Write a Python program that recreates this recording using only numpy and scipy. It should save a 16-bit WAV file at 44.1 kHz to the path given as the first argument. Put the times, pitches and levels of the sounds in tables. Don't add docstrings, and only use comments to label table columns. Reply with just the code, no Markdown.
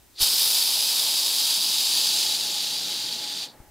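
import sys
import numpy as np
from scipy import signal
from scipy.fft import rfft, irfft
from scipy.io import wavfile
from scipy.ndimage import uniform_filter1d

SR = 44100
rng = np.random.default_rng(int(sys.argv[2]) if len(sys.argv) > 2 else 0)


def volts_from_decibels(level):
    exponent = np.asarray(level, float) / 20
    return 10 ** exponent


def unload_wav(signal):
    wavfile.write(
        sys.argv[1],
        SR,
        np.round(np.clip(np.atleast_2d(signal).T, -1, 1) * 32767).astype(np.int16),
    )


N = 163170
TIME = np.arange(N) / SR

# f/Hz, level/dB per Hz
ROOM_COLOUR = [(25, -12), (90, -2), (200, -5.5), (350, 2.5), (510, -7), (870, -5), (1170, -9),
               (15500, -10.5)]
# f/Hz, level/dB per Hz
MIC_COLOUR = [(25, -16), (100, -6), (300, -6.5), (800, -10.5), (1200, -20.5), (15500, -18)]
# t/s, level/dB, pressure lost (below 0 first blast, 0 full, 1 spent, above 1.1 barely open)
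JET_COURSE = [(.12, -79, 4), (.15, -56.5, 2.8), (0.198, -32, 0.51), (0.218, -20, -0.25), (.26, -22, 0.16),
              (.38, -24, 0), (.43, -22, 0), (.48, -23, 0), (.76, -24, 0.19), (1.3, -24.5, 0.23),
              (2.1, -24, 0.52), (2.449, -26.5, 0.65), (3.0, -30, 0.88), (3.442, -32, 1.05),
              (3.47, -43.5, 1.2), (3.51, -52, 6), (3.55, -66, 2.1)]
# f/Hz, level/dB per Hz
FULL_COLOUR = [(590, -40), (1000, -22), (2010, -22), (3570, -3.5), (5040, 0), (5920, -10.5), (10700, -9.5),
               (14600, -14), (15500, -21)]
HALF_COLOUR = [(590, -54), (1000, -23.5), (1970, -25), (2910, -9), (4600, 0.5), (5720, -8.5), (8840, -14),
               (10400, -12), (15500, -21.5)]
SPENT_COLOUR = [(590, -46), (1000, -40.5), (1130, -26.5), (2260, -16.5), (3650, -2), (4600, -0.5),
                (5590, -9.5), (14800, -25), (15500, -29)]
# f/Hz, width/Hz, level/dB
FULL_RINGS = [(3730, 210, -2), (4590, 200, 0.5), (5080, 330, -7.5), (6220, 150, -3), (8100, 290, -3),
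              (9500, 230, -11.5), (10630, 370, -2), (12600, 110, -11), (13200, 230, 1), (14960, 200, -2)]
HALF_RINGS = [(3850, 330, -0.5), (4650, 330, -2.5), (6330, 150, -7), (7620, 180, -7), (8600, 84, -16),
              (9440, 230, -10.5), (9770, 270, -5), (10660, 94, -11), (10700, 54, -21), (12600, 230, -15),
              (12900, 170, -12), (14500, 470, -19)]
SPENT_RINGS = [(3870, 410, -2), (4560, 140, 2), (5690, 68, -21), (7020, 43, -14), (7280, 59, -16),
               (8800, 180, -6), (9270, 75, -11), (10670, 59, -8), (12500, 230, -20), (12800, 110, -21),
               (13500, 160, -20), (14300, 84, -23)]
# f/Hz, width/Hz, level/dB
HAND_NOTCHES = [(4260, 170, -4), (5750, 290, -2), (8000, 160, -2.5), (8940, 360, -3.5), (11600, 310, -4),
                (14000, 210, 3.5)]
# f/Hz, level/dB per Hz
KEG_COLOUR = [(40, -35), (86, -21), (120, -8.5), (295, -3.5), (540, -6.5), (813, -7.5), (1090, -15),
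              (2000, -12.5)]
# t/s, peak level/dB, push length/s, sign
THUMPS = [
    (.206, -35, 0.011, 1),
    (.223, -28.5, 0.0081, -1),
    (3.602, -35.5, 0.0065, 1),
    (3.616, -49, 0.014, -1),
    (3.672, -51, 0.0067, -1),
    (3.695, -54, .008, 1),
]

ROOM_DB, MIC_DB, MIC_DUCK_DB = -57.5, -62, -13
RUMBLE_HZ, RUMBLE_WIDTH_HZ, RUMBLE_DB = 65, 81, -64
RUMBLE_STOP_S, RUMBLE_BACK_S = 0.17, 3.54
BROAD_DB, RING_DB = -0.5, -3.5
CRACK_HZ, CRACK_WIDTH_HZ, CRACK_DB, BLAST_DB = 4100, 940, -6, 4
PATCH_DB, RIPPLE_DB = 0.34, 1.16
SURGE_DB, FLUTTER_DB, SPIT_DB = 0.38, 0.55, 1.0
KEG_OPEN_S, KEG_ATTACK_S, KEG_SHUT_S, KEG_RELEASE_DB_S = 0.179, 0.029, 3.42, -56
KEG_DB, KEG_SAG_DB = -47, -4
BELLY_HZ, BELLY_WIDTH_HZ, BELLY_DB = 332, 60, 3.5
BASS_DUCK_DB, RECOVER_S = -4.5, 1.9
HEAD_HZ, HEAD_WIDTH_HZ, HEAD_DB, HEAD_FADE_DB = 886, 216, -47.5, -11.5
SHELL_HZ, SHELL_WIDTH_HZ, SHELL_DB, SHELL_SWELL_DB = 840, 18, -74.5, 23.5
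SHELL_START_S, SHELL_RISE_S = 1.05, 0.8
THUMP_PAN_DB, THUMP_RING_DB, THUMP_RING_S = 5, -15, 0.015
TOP_HZ = 15700


def level(x, db):
    return x * volts_from_decibels(db) / np.sqrt(np.mean(x ** 2))


def colour(table, hz):
    table = np.array(table)
    return np.interp(np.log(hz + 1), np.log(table[:, 0]), table[:, 1], left=-60)


def bell(hz, centre_hz, width_hz):
    return 1 / (1 + (2 * (hz - centre_hz) / width_hz) ** 2)


def shaped(gain):
    spectrum = rfft(rng.standard_normal(N))
    return level(irfft(spectrum * gain(np.fft.rfftfreq(N, 1 / SR)), N), 0)


def coloured(table, db):
    return shaped(lambda hz: volts_from_decibels(colour(table, hz))) * volts_from_decibels(db)


def walk(rate):
    return shaped(lambda hz: 1 / (1 + (hz / rate) ** 2))


def ducked(db):
    since = TIME - KEG_OPEN_S
    return volts_from_decibels(db * (since > 0) * np.clip(1 - (since / RECOVER_S) ** 2, 0, 1))


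def room_tone():
    return coloured(ROOM_COLOUR, ROOM_DB)


def microphone_hiss():
    return coloured(MIC_COLOUR, MIC_DB) * ducked(MIC_DUCK_DB) * np.array([[1], [-1]])


def rumble():
    moving = 1.0 * ((TIME < RUMBLE_STOP_S) | (TIME > RUMBLE_BACK_S))
    moving = uniform_filter1d(moving, size=1500)
    return moving * volts_from_decibels(RUMBLE_DB) * shaped(lambda hz: bell(hz, RUMBLE_HZ, RUMBLE_WIDTH_HZ))


def valve_tone(hz, broad, rings):
    power = volts_from_decibels(2 * (colour(broad, hz) + BROAD_DB))
    for ring_hz, width_hz, db in rings:
        power = power + volts_from_decibels(2 * (db + RING_DB)) * bell(hz, ring_hz, width_hz) ** 2
    return 10 * np.log10(power)[:, None]


def smooth_chance(shape, bins, hops):
    field = uniform_filter1d(rng.standard_normal(shape), bins, axis=0)
    field = uniform_filter1d(field, hops, axis=1)
    return field / field.std()


def jet():
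    hz, t, z = signal.stft(rng.standard_normal(N), SR, nperseg=1024)
    at, db, lost_at = np.array(JET_COURSE).T
    course = np.interp(t, at, lost_at)
    lost = np.clip(course, 0, 1.1)

    full = valve_tone(hz, FULL_COLOUR, FULL_RINGS)
    half = valve_tone(hz, HALF_COLOUR, HALF_RINGS)
    spent = valve_tone(hz, SPENT_COLOUR, SPENT_RINGS)
    early = full + 2 * lost * (half - full)
    late = half + (2 * lost - 1) * (spent - half)
    tone = np.where(lost < 0.5, early, late)

    off_crack = 1 - bell(hz, CRACK_HZ, CRACK_WIDTH_HZ)[:, None]
    edge = off_crack * (CRACK_DB * np.clip(course - 1.1, 0, 1) + BLAST_DB * np.clip(-course, 0, 1))
    notches = sum(d * bell(hz, f, w) for f, w, d in HAND_NOTCHES)[:, None]
    patches = PATCH_DB * smooth_chance(z.shape, 30, 6)
    comb = RIPPLE_DB * smooth_chance(z.shape, 2, 150)
    gain = volts_from_decibels(tone + notches + edge + patches + comb)

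    presence = uniform_filter1d(np.sum(gain[58:140] ** 2, axis=0), size=9)
    gain = gain / np.sqrt(presence / len(hz))
    hiss = signal.istft(z * gain, SR, nperseg=1024)[1][:N]
    rough = SURGE_DB * walk(4.6) + FLUTTER_DB * walk(60) + SPIT_DB * walk(700)
    return hiss * volts_from_decibels(np.interp(TIME, at, db, left=-90, right=-90) + rough)


def keg_rush(cut, belly_db):
    def gain(hz):
        hollow = volts_from_decibels(colour(KEG_COLOUR, hz) + belly_db * bell(hz, BELLY_HZ, BELLY_WIDTH_HZ))
        low = 1 / (1 + (hz / 380) ** 4)
        return hollow / (1 + (hz / 2200) ** 6) * cut(low)
    return shaped(gain)


def keg():
    run = np.clip((TIME - KEG_OPEN_S) / (KEG_SHUT_S - KEG_OPEN_S), 0, 1)
    attack = np.clip((TIME - KEG_OPEN_S) / KEG_ATTACK_S, 0, 1) ** 2
    release = volts_from_decibels(KEG_RELEASE_DB_S * np.clip(TIME - KEG_SHUT_S, 0, None))

    rush = keg_rush(lambda low: 1 - low, 0) * volts_from_decibels(KEG_DB + KEG_SAG_DB * run + 1.65 * walk(3.5))
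    bass = keg_rush(lambda low: low, BELLY_DB) * volts_from_decibels(KEG_DB - 4.5 + 1.2 * walk(3.3))
    bass = bass * ducked(BASS_DUCK_DB)
    head = shaped(lambda hz: bell(hz, HEAD_HZ, HEAD_WIDTH_HZ)) * volts_from_decibels(HEAD_DB + HEAD_FADE_DB * run ** 2)

    ring = 0.52 * shaped(lambda hz: bell(hz, SHELL_HZ, SHELL_WIDTH_HZ))
    ring = ring + np.sin(2 * np.pi * SHELL_HZ * TIME + 0.93 * walk(3.7))
    grown = np.clip((TIME - SHELL_START_S) / SHELL_RISE_S, 0, 1)
    shell = ring * volts_from_decibels(SHELL_DB + SHELL_SWELL_DB * np.sqrt(grown) - 3 * run ** 4)
    return attack * release * (rush + bass + head + shell)


def thumps():
    out = np.zeros(N)
    for at, db, length, sign in THUMPS:
        age = np.clip(TIME - at, 0, None)
        swing = age / length
        push = swing * 3 * np.exp(1 - swing * 3) * (1 - swing / 1.5)
        ring = volts_from_decibels(THUMP_RING_DB) * np.sin(2 * np.pi * SHELL_HZ * age) * np.exp(-age / THUMP_RING_S)
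        out += volts_from_decibels(db) * sign * (push + ring)
    return out


def scene():
    lean_left = volts_from_decibels(np.array([[0.5], [-0.5]]) * THUMP_PAN_DB)
    hand = lean_left * (rumble() + thumps())
    return room_tone() + microphone_hiss() + jet() + keg() + hand


def low_pass(x):
    return signal.sosfilt(signal.butter(12, 15840, fs=SR, output="sos"), x)


def record(dry):
    top_cut = signal.ellip(8, 0.3, 50, TOP_HZ, fs=SR, output="sos")
    mix = signal.sosfilt(top_cut, dry)
    return low_pass(mix)


dry = scene()
out = record(dry)
unload_wav(out)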